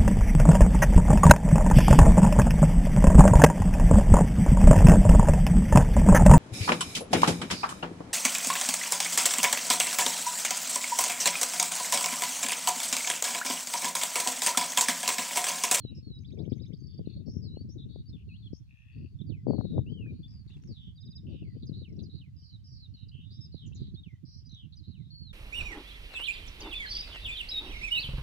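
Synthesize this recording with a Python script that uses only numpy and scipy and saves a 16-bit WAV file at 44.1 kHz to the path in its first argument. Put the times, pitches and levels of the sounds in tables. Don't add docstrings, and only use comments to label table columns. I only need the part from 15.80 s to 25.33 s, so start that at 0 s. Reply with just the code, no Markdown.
import sys
import numpy as np
from scipy import signal
from scipy.fft import rfft, irfft, next_fast_len
from scipy.io import wavfile
from scipy.ndimage import uniform_filter1d, map_coordinates

SR = 44100
rng = np.random.default_rng(int(sys.argv[2]) if len(sys.argv) > 2 else 0)


def file_out(sig):
    cols = np.atleast_2d(sig).T
    lim = np.clip(cols, -1, 1)
    pcm = np.round(lim * 32767).astype(np.int16)
    wavfile.write(sys.argv[1], SR, pcm)


N = 420273
TIME = np.arange(N) / SR

# t/s, length/s, start f/Hz, middle f/Hz, end f/Hz, level/dB, S-bend/Hz
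WHISTLE_NOTES = [(0, 0.11, 4390, 4010, 3830, -62.5, 38), (.226, 0.16, 4294, 4070, 3935, -66, 145),
                 (1.458, 0.048, 4636, 4380, 4760, -74.5, 4), (1.618, 0.21, 5070, 3972, 4700, -66.5, -170),
                 (2.256, 0.045, 4600, 4690, 5440, -70, 8), (2.489, 0.08, 2850, 2560, 3490, -68, -2),
                 (4.063, 0.25, 2627, 2958, 2380, -66.5, 274), (4.255, 0.015, 1260, 1600, 1870, -73.5, -4),
                 (4.43, 0.036, 3380, 3510, 3460, -63, 0), (7.283, 0.014, 5096, 4640, 3630, -65, 2.5),
                 (7.605, 0.064, 5220, 5190, 4820, -62, -42), (7.922, 0.015, 2746, 2880, 4270, -68.5, -5),
                 (8.154, 0.046, 3308, 3662, 3755, -62.5, 15), (8.648, 0.035, 4888, 4940, 4870, -68.5, 0),
                 (9.303, 0.21, 4354, 4430, 3534, -61.5, -100)]
# t/s, length/s, start f/Hz, end f/Hz, level/dB, pulse rate/Hz
TRILL_NOTES = [(0, 0.22, 3490, 2539, -80, 89), (.147, 0.057, 5300, 5190, -66, 350),
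               (1.08, 0.16, 3410, 3380, -80, 146.6), (1.22, 0.15, 3280, 2380, -82.5, 100),
               (2.476, 0.24, 4120, 4200, -77, 204), (3.119, 0.24, 4550, 4580, -84.5, 80),
               (3.673, 0.36, 4647, 3747, -69, 178), (4.093, 0.055, 4890, 4475, -81.5, 56),
               (4.289, 0.2, 3920, 4550, -80.5, 100), (4.478, 0.067, 4860, 5150, -72, 87),
               (4.872, 0.13, 5580, 3684, -68, 143), (4.961, 0.16, 3508, 3247, -65.5, 170),
               (5.493, .086, 4750, 3800, -79.5, 83), (5.634, 0.22, 4350, 4540, -81, 92),
               (7.14, 0.16, 3068, 2870, -82, 143.4), (7.314, 0.14, 2984, 2993, -68, 83),
               (7.41, 0.28, 3527, 3710, -73, 234), (9.15, 0.18, 3850, 3720, -78, 92)]
# t/s, right port lag/s, left minus right/dB
BIRD_BEARING = [(0, 0.0011, -2.5), (3.8, 0.0011, 5.5), (5.6, 0.001063, -4), (8.999, 0.001, -1)]
# t/s, left level/dB, right level/dB
BREEZE_LEVELS = [(0, -41, -43), (0.85, -40, -50), (1.35, -38, -43), (2.101, -40, -44), (2.699, -47, -43),
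                 (3.002, -56, -56), (3.298, -48, -45), (4.251, -39, -41), (4.698, -50, -45),
                 (5.801, -46, -44), (6.699, -51.5, -46.5), (7.6, -49, -41.5), (8.6, -53.5, -45.5),
                 (9.502, -54, -43)]
# t/s, half length/s, left peak/dB, right peak/dB
GUST_PEAKS = [(0.69, .13, -34, -52), (1.589, 0.11, -38, -54), (3.214, 0.042, -37, -42.5),
              (3.491, .09, -52, -33), (3.705, 0.034, -25.5, -39.5), (3.785, .065, -27, -44),
              (3.966, 0.039, -26.5, -31), (4.168, .12, -36, -45.5), (4.88, 0.084, -41, -50.5),
              (5.58, 0.16, -38.5, -45.5), (5.943, .12, -37.5, -47), (6.202, 0.053, -37, -52),
              (6.38, 0.065, -52.5, -41), (8.013, .12, -42, -38), (9.149, 0.083, -57.5, -42)]
# t/s, peak before bass cut/dB, half width/s, port (0 left, 1 right)
EDDY_THUMPS = [(.051, -22, .0009, 0), (.604, -20, .0009, 0), (.679, -21, .0009, 0), (.721, -13, .001, 0),
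               (.729, -19, .0012, 0), (.906, -26, .0011, 0), (1.194, -24, .0008, 1), (1.274, -18, .001, 0),
               (1.568, -16, .0013, 0), (1.772, -25, .0007, 0), (2.161, -27, .0007, 0),
               (2.733, -21, .001, 0), (3.669, -13, .0006, 0), (3.684, -13, .0007, 0),
               (3.703, -15, .0007, 0), (3.708, -11, .0006, 0), (3.735, -18, .00055, 0),
               (3.784, -24, .0005, 0), (3.811, -24, .0004, 0), (3.981, -14, .00055, 0), (3.99, -9, .002, 0),
               (3.993, -21, .0006, 0), (5.896, -20, .0012, 0), (6.218, -19, .003, 0),
               (7.745, -30, .0008, 1)]
# f/Hz, relative density/dB
HISS_SPECTRUM = [(1000, 0), (2000, -1.5), (4000, 0), (6300, -4), (8000, -9), (14000, -12)]
# first t/s, last t/s, repeats, length/s, start f/Hz, middle f/Hz, end f/Hz, level/dB
CHIP_RUNS = [ (0.344, 0.931, 6, 0.02, 4500, 5080, 4370, -73),
             (0.382, 0.964, 6, .014, 4230, 4820, 6020, -75),
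             (0.405, 0.985, 6, 0.032, 6620, 6060, 5950, -81.5),
             (0.434, 0.915, 8, 0.0096, 2460, 2266, 2200, -74),
             (0.445, 0.928, 8, 0.017, 3110, 3570, 4040, -69),
             (0.483, 0.832, 4, 0.0099, 4030, 4000, 3840, -67.5),
             (1.034, 1.176, 5, 0.013, 5380, 4815, 4640, -67.5),
             (1.257, 1.369, 4, 0.015, 4060, 4207, 4100, -66),
             (4.702, 4.765, 2, 0.01, 2600, 2678, 2840, -73),
             (4.819, 4.873, 4, 0.011, 5200, 5950, 6385, -78.5),
             (6.086, 6.199, 4, 0.011, 5080, 5460, 5240, -78.5),
             (6.621, 6.872, 4, .02, 3000, 3100, 2900, -87),
             (8.665, 8.742, 4, 0.0077, 5396, 5880, 6600, -73)]
# t/s, length/s, start f/Hz, end f/Hz, level/dB, rate/Hz, sweep/Hz (minus: downward)
BUZZ_NOTES = [(.988, 0.2, 4680, 4480, -74.5, 134, -600), (1.251, 0.18, 3905, 3950, -74.5, 73, -1300),
              (1.46, .15, 5350, 5480, -68.5, 135, -1000), (1.888, 0.057, 5090, 6167, -68, 70, -800),
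              (1.979, 0.07, 3780, 3550, -65, 52, -700), (2.086, .14, 3920, 3950, -70, 85, -1300),
              (2.36, 0.076, 2870, 2700, -76, 68, -1280), (2.728, 0.068, 5140, 5670, -70.5, 260, -1500),
              (4.523, 0.11, 4943, 4390, -72.5, 92, -500), (4.675, 0.073, 4200, 3191, -71, 130, -1400),
              (5.464, 0.18, 2944, 3027, -71.5, 91, -1360), (7.165, 0.087, 3920, 3820, -68.5, 90, -600),
              (7.504, .08, 4380, 5396, -67, 170, 802), (7.718, 0.16, 4453, 2946, -65, 66, -950),
              (7.858, 0.03, 6970, 5725, -72, 75, -1600), (7.946, 0.033, 7000, 5217, -69.5, 150, -1600),
              (7.951, 0.16, 4035, 3784, -68, 156, -1350), (8.45, 0.18, 4892, 5014, -67.5, 150, -1650),
              (8.69, 0.17, 4110, 2819, -63.5, 110, 650)]
# t/s, length/s, f/Hz, level/dB
PIP_NOTES = [(1.625, 0.05, 5090, -66), (1.752, 0.017, 3020, -75), (2.29, 0.017, 4300, -68),
             (2.327, 0.036, 3550, -67), (2.624, 0.026, 3500, -70), (2.656, 0.023, 3357, -62.5),
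             (3.388, 0.025, 3465, -68), (3.413, 0.011, 3690, -63.5), (3.465, 0.037, 4610, -75.5),
             (4.728, 0.032, 3530, -69.5), (7.138, 0.021, 4395, -64), (8.142, 0.017, 4265, -66)]
# t/s, length/s, start f/Hz, level/dB
SLIDE_NOTES = [(3.49, 0.14, 4790, -72.5), (5.618, 0.15, 3000, -78), (8.23, 0.16, 3870, -71.5)]
# t/s, half length/s, level/dB
RUSTLE_SWELLS = [(4.53, .04, -79), (4.74, .06, -74), (4.838, .0015, -57), (4.9, .05, -82), (8.0, .15, -84)]
# f/Hz, relative density/dB
RUSTLE_SPECTRUM = [(400, -10), (900, 10), (1400, 3), (2100, 8), (4000, 0), (6300, -1), (9000, -11),
                   (14000, -24)]
# t/s, held f/Hz, held level/dB
HOOK_NOTES = [(5.153, 4733, -68.5), (5.202, 4970, -62.5), (5.249, 4990, -63.5), (5.299, 4960, -64),
              (5.35, 5039, -55)]
# t/s, opening level/dB, ending level/dB
PHRASE_REPEATS = [(5.821, -65.5, -64.5), (6.188, -65, -66), (8.922, -65, -70.5)]
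# t/s, length/s, top f/Hz, level/dB
SLUR_NOTES = [(6.562, .203, 5040, -68), (6.841, .225, 5180, -66)]

FLICK_SWEEP_HZ, BUZZ_SHARPNESS = 700, .26


def amp(db):
    return 10 ** (np.asarray(db) / 20)


def unit_rms(x):
    return x / np.sqrt(np.mean(x ** 2) + 1e-20)


def clock(length_s):
    return np.arange(0, length_s, 1 / SR)


def add(mix, at_s, sound):
    part = mix[max(round(at_s * SR), 0):][:len(sound)]
    part += sound[:len(part)]


def noise(gain_at):
    size = next_fast_len(N, True)
    spectrum = rfft(rng.standard_normal(size)) * gain_at(np.fft.rfftfreq(size, 1 / SR))
    return unit_rms(irfft(spectrum, size)[:N])


def stereo_noise(spectrum):
    f_hz, db = np.transpose(spectrum)
    return np.array([noise(lambda hz: amp(np.interp(np.log(hz + 1), np.log(f_hz), db)))
                     for _ in range(2)])


def wander(t, rate_hz):
    return np.interp(t * rate_hz, np.arange(2048), np.clip(rng.standard_normal(2048), -2.4, 2.4))


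def syrinx(t, pitches_hz, db, sweep_hz=0, pulsing=1, waver=.009, swell_db=2, flutter_db=2):
    progress = t / t[-1]
    glide = np.polyfit(np.linspace(0, 1, len(pitches_hz)), pitches_hz, len(pitches_hz) - 1)
    hz = np.polyval(glide, progress) * (1 + waver * wander(t, 440)) + sweep_hz
    gate = np.sin(np.pi / 2 * np.clip(np.minimum(t, t[-1] - t) / .002, 0, 1)) ** 2
    shape_db = swell_db * (progress + np.sin(np.pi * progress)) + flutter_db * wander(t, 150)
    tone = np.sin(2 * np.pi * np.cumsum(hz) / SR)
    return amp(db) * unit_rms(gate * pulsing * amp(shape_db) * tone)


def whistle(length_s, start_hz, middle_hz, end_hz, db, bend_hz):
    t = clock(length_s)
    return syrinx(t, [start_hz, middle_hz, end_hz], db, bend_hz * np.sin(2 * np.pi * t / length_s))


def pulsed_syrinx(t, pitches_hz, db, rate_hz, sweep_hz, sharpness, scatter=.1, focus=2, taper_db=-6):
    cycle = np.cumsum(rate_hz * (1 + .06 * wander(t, rate_hz / 2))) / SR % 1
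    opening = np.sin(np.pi * cycle) ** 2
    valve = .018 + opening ** (sharpness / 2)
    swing = -(np.sin(2 * np.pi * cycle) + np.sin(4 * np.pi * cycle) / np.pi) / np.sqrt(2 * np.pi)
    swing += scatter * wander(t, 2 * rate_hz)
    arch = abs(np.sin(np.pi * t / t[-1])) ** .25
    throat = np.exp(-focus * swing ** 2)
    pulsing = valve * np.sqrt(arch) * throat * amp(taper_db * (t / t[-1]) ** 4)
    return syrinx(t, pitches_hz, db, sweep_hz * swing * arch, pulsing, swell_db=1)


def trill(length_s, start_hz, end_hz, db, rate_hz):
    pitches_hz = [start_hz, start_hz + .7 * (end_hz - start_hz), end_hz]
    sweep_hz = FLICK_SWEEP_HZ * np.sqrt(120 / rate_hz)
    return pulsed_syrinx(clock(length_s), pitches_hz, db, rate_hz, sweep_hz, sharpness=.36)


def field(song, gain_db=5, ground_gain=.35, ground_s=.0075,
          near_db=-12, near_t60_s=.23, far_db=-21, far_t60_s=1):
    mirrored = np.pad(song, (round(ground_s * SR), 0))[:N]
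    song = amp(gain_db) * (song + ground_gain * mirrored)
    at_s, *bearing = np.transpose(BIRD_BEARING)
    lag_s, lean_db = (np.interp(TIME, at_s, column) for column in bearing)
    left = song * amp(lean_db / 2)
    right = map_coordinates(song, [(TIME - lag_s) * SR], order=3) * amp(-lean_db / 2)
    t = TIME[:SR // 2]
    ports = []
    for direct in (left, right):
        near, far = rng.standard_normal((2, len(t))) * amp([-60 * t / near_t60_s, -60 * t / far_t60_s])
        echo = amp(near_db) * near / np.linalg.norm(near) + amp(far_db) * far / np.linalg.norm(far)
        ports.append(direct + signal.fftconvolve(song, echo)[:N])
    return np.array(ports)


def airflow_db(side):
    breeze_s, *levels_db = np.transpose(BREEZE_LEVELS)
    power = amp(np.interp(TIME, breeze_s, levels_db[side])) ** 2
    for at_s, half_s, *peaks_db in GUST_PEAKS:
        power += amp(peaks_db[side]) ** 2 * np.exp(-((TIME - at_s) / half_s) ** 2)
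    return 10 * np.log10(power)


def bass_cut(pressure, corner_hz=85):
    return signal.sosfilt(signal.butter(4, corner_hz, "highpass", fs=SR, output="sos"), pressure)


def buffeting(level_db, calm_db, eddy_hz=97, puff_db=6.5, puff_rate_hz=48):
    puffs_db = puff_db * np.tanh(wander(TIME, puff_rate_hz) - .5)
    puffs_db = uniform_filter1d(puffs_db, size=SR // 220)
    speed = amp(.34 * (level_db + puffs_db - calm_db))
    eddies = noise(lambda hz: np.exp(-(hz / eddy_hz) ** 1.15))
    passing = map_coordinates(eddies, [np.cumsum(speed)], order=1, mode="mirror")
    pressure = bass_cut(passing * amp(puffs_db))
    power = uniform_filter1d(uniform_filter1d(pressure ** 2, size=SR // 8), size=SR // 16)
    return pressure / np.sqrt(abs(power) + 1e-9) * amp(level_db)


def wind(calm_db=(-49, -41)):
    ports = np.array([buffeting(airflow_db(side), calm_db[side]) for side in range(2)])
    t = np.arange(-SR // 20, SR // 20) / SR
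    for at_s, db, half_s, side in EDDY_THUMPS:
        push_pull = ((1 - 1j * t / (2 * half_s)) ** -3).real
        add(ports[side], at_s + t[0], bass_cut(amp(db) * push_pull))
    return ports


def hiss(level_db=-82.5):
    return amp(level_db) * stereo_noise(HISS_SPECTRUM)


def distant_larks(floor_db=-97, centre_hz=3900, count=380):
    chorus = np.zeros(N)
    for when, height, glide, pace, nearness in rng.random((count, 5)):
        octaves = np.arcsin(2 * height - 1) / np.pi * np.sqrt(2)
        pitches_hz = centre_hz * 2 ** octaves * (1 + np.array([-1, 1]) * (glide - .5) / 4)
        t = clock(.09 * (1 - nearness ** 2 / 2))
        db = floor_db + 10 * nearness ** 10
        rate_hz = 60 * (1 + 2 * pace)
        note = pulsed_syrinx(t, pitches_hz, db, rate_hz, FLICK_SWEEP_HZ * pace, BUZZ_SHARPNESS)
        add(chorus, when * N / SR, note)
    return chorus


def chip(length_s, pitches_hz, db):
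    drift, accent = rng.standard_normal(2)
    pitches_hz = np.multiply(pitches_hz, amp(drift / 10))
    return syrinx(clock(length_s), pitches_hz, db + 2 * accent, waver=.022, flutter_db=6)


def buzz(length_s, start_hz, end_hz, db, rate_hz, sweep_hz, arch_hz=80.1):
    pitches_hz = [start_hz, (start_hz + end_hz) / 2 + arch_hz, end_hz]
    return pulsed_syrinx(clock(length_s), pitches_hz, db, rate_hz, sweep_hz, BUZZ_SHARPNESS)


def pip(length_s, hz, db):
    return syrinx(clock(length_s), [hz * 1.035, hz, hz * .915], db)


def rattle(length_s=.43, db=-74, click_rate_hz=62.7, click_s=.0009):
    t = clock(length_s)
    pitches_hz = np.linspace(2520, 2650, 3)
    pulses = np.exp(-((t % (1 / click_rate_hz) - .004) / click_s) ** 2 / 2)
    clicks = syrinx(t, pitches_hz, 0, pulsing=pulses, swell_db=-3.5, flutter_db=4.5)
    rasp = pulsed_syrinx(t, pitches_hz, 0, rate_hz=740, sweep_hz=1550, sharpness=BUZZ_SHARPNESS)
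    arch = np.sqrt(abs(np.sin(np.pi * t / length_s)))
    return amp(db) * unit_rms((clicks + .52 * rasp) * arch)


def slide(length_s, start_hz, db, floor_hz=1916, fall_s=.036, fade_db=-23.5):
    t = clock(length_s)
    pitches_hz = floor_hz + (start_hz - floor_hz) * np.exp(-np.linspace(0, length_s, 5) / fall_s)
    note = pulsed_syrinx(t, pitches_hz, 0, rate_hz=42, sweep_hz=-180, sharpness=.7,
                         scatter=.3, taper_db=1)
    return amp(db) * unit_rms(note * amp(fade_db * t / length_s))


def rustle(grain_db=-5, grain_rate_hz=200):
    swell = sum(amp(db) * np.exp(-((TIME - at_s) / half_s) ** 2 / 2)
                for at_s, half_s, db in RUSTLE_SWELLS)
    grains = unit_rms(amp(grain_db * wander(TIME, grain_rate_hz)))
    return swell * grains * stereo_noise(RUSTLE_SPECTRUM)


def hook(top_hz, top_db, length_s=.05, hold_s=.022, drop_s=.0022,
         low_hz=3850, low_db=-66.5, sag_hz_per_s=10000):
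    t = clock(length_s)
    dropped = (1 + np.tanh((t - hold_s) / drop_s)) / 2
    fall_hz = dropped * (top_hz - low_hz + sag_hz_per_s * (t - hold_s))
    level = amp(top_db + dropped * (low_db - top_db)) * np.sqrt(abs(np.sin(np.pi * t / length_s)))
    level *= 1 - 2 * dropped * (1 - dropped)
    return level * syrinx(t, [top_hz, top_hz], 0, -fall_hz, flutter_db=1.5)


def phrase(opening_db, ending_db):
    notes = np.zeros(SR // 2)
    add(notes, 0, pulsed_syrinx(clock(.026), [4200, 3950, 4200], opening_db,
                                rate_hz=120, sweep_hz=-1200, sharpness=.4))
    add(notes, .033, pip(.022, 5950, opening_db - 11.5))
    add(notes, .046, syrinx(clock(.016), [4850, 4900], opening_db + 2))
    add(notes, .066, pip(.016, 4450, opening_db - 1.5))
    add(notes, .106, pulsed_syrinx(clock(.12), [3940, 4060, 4170, 3550], ending_db,
                                   rate_hz=120, sweep_hz=-750, sharpness=BUZZ_SHARPNESS))
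    add(notes, .219, slide(.091, 3350, ending_db - 7.5))
    return notes


def slur(length_s, top_hz, db, end_hz=3620, rate_hz=92, widest_hz=-1150):
    t = clock(length_s)
    pitches_hz = top_hz + (end_hz - top_hz) * np.linspace(0, 1, 4) ** 2.4
    sweep_hz = widest_hz * np.sin(np.pi * (t / length_s) ** .73)
    return pulsed_syrinx(t, pitches_hz, db, rate_hz, sweep_hz, BUZZ_SHARPNESS, focus=0, taper_db=5.5)


def skylark(rattle_at_s=2.874):
    song = np.zeros(N)
    for table, note in ((WHISTLE_NOTES, whistle), (PIP_NOTES, pip), (BUZZ_NOTES, buzz),
                        (TRILL_NOTES, trill), (SLIDE_NOTES, slide), (HOOK_NOTES, hook),
                        (SLUR_NOTES, slur), (PHRASE_REPEATS, phrase)):
        for at_s, *row in table:
            add(song, at_s, note(*row))
    add(song, rattle_at_s, rattle())
    for first_s, last_s, repeats, length_s, *pitches_hz, db in CHIP_RUNS:
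        for at_s in np.linspace(first_s, last_s, round(repeats)):
            add(song, at_s, chip(length_s, pitches_hz, db))
    return song


def scene():
    return field(skylark() + distant_larks()) + wind() + rustle() + hiss()


def record(dry, edge_hz=15500, fade_s=.008):
    fade = np.clip(np.minimum(TIME, TIME[-1] - TIME) / fade_s, 0, 1)
    lowpass = signal.firwin(511, edge_hz, window=("kaiser", 9), fs=SR)
    return signal.oaconvolve(dry * fade, lowpass[None], "same")


dry = scene()
out = record(dry)
file_out(out)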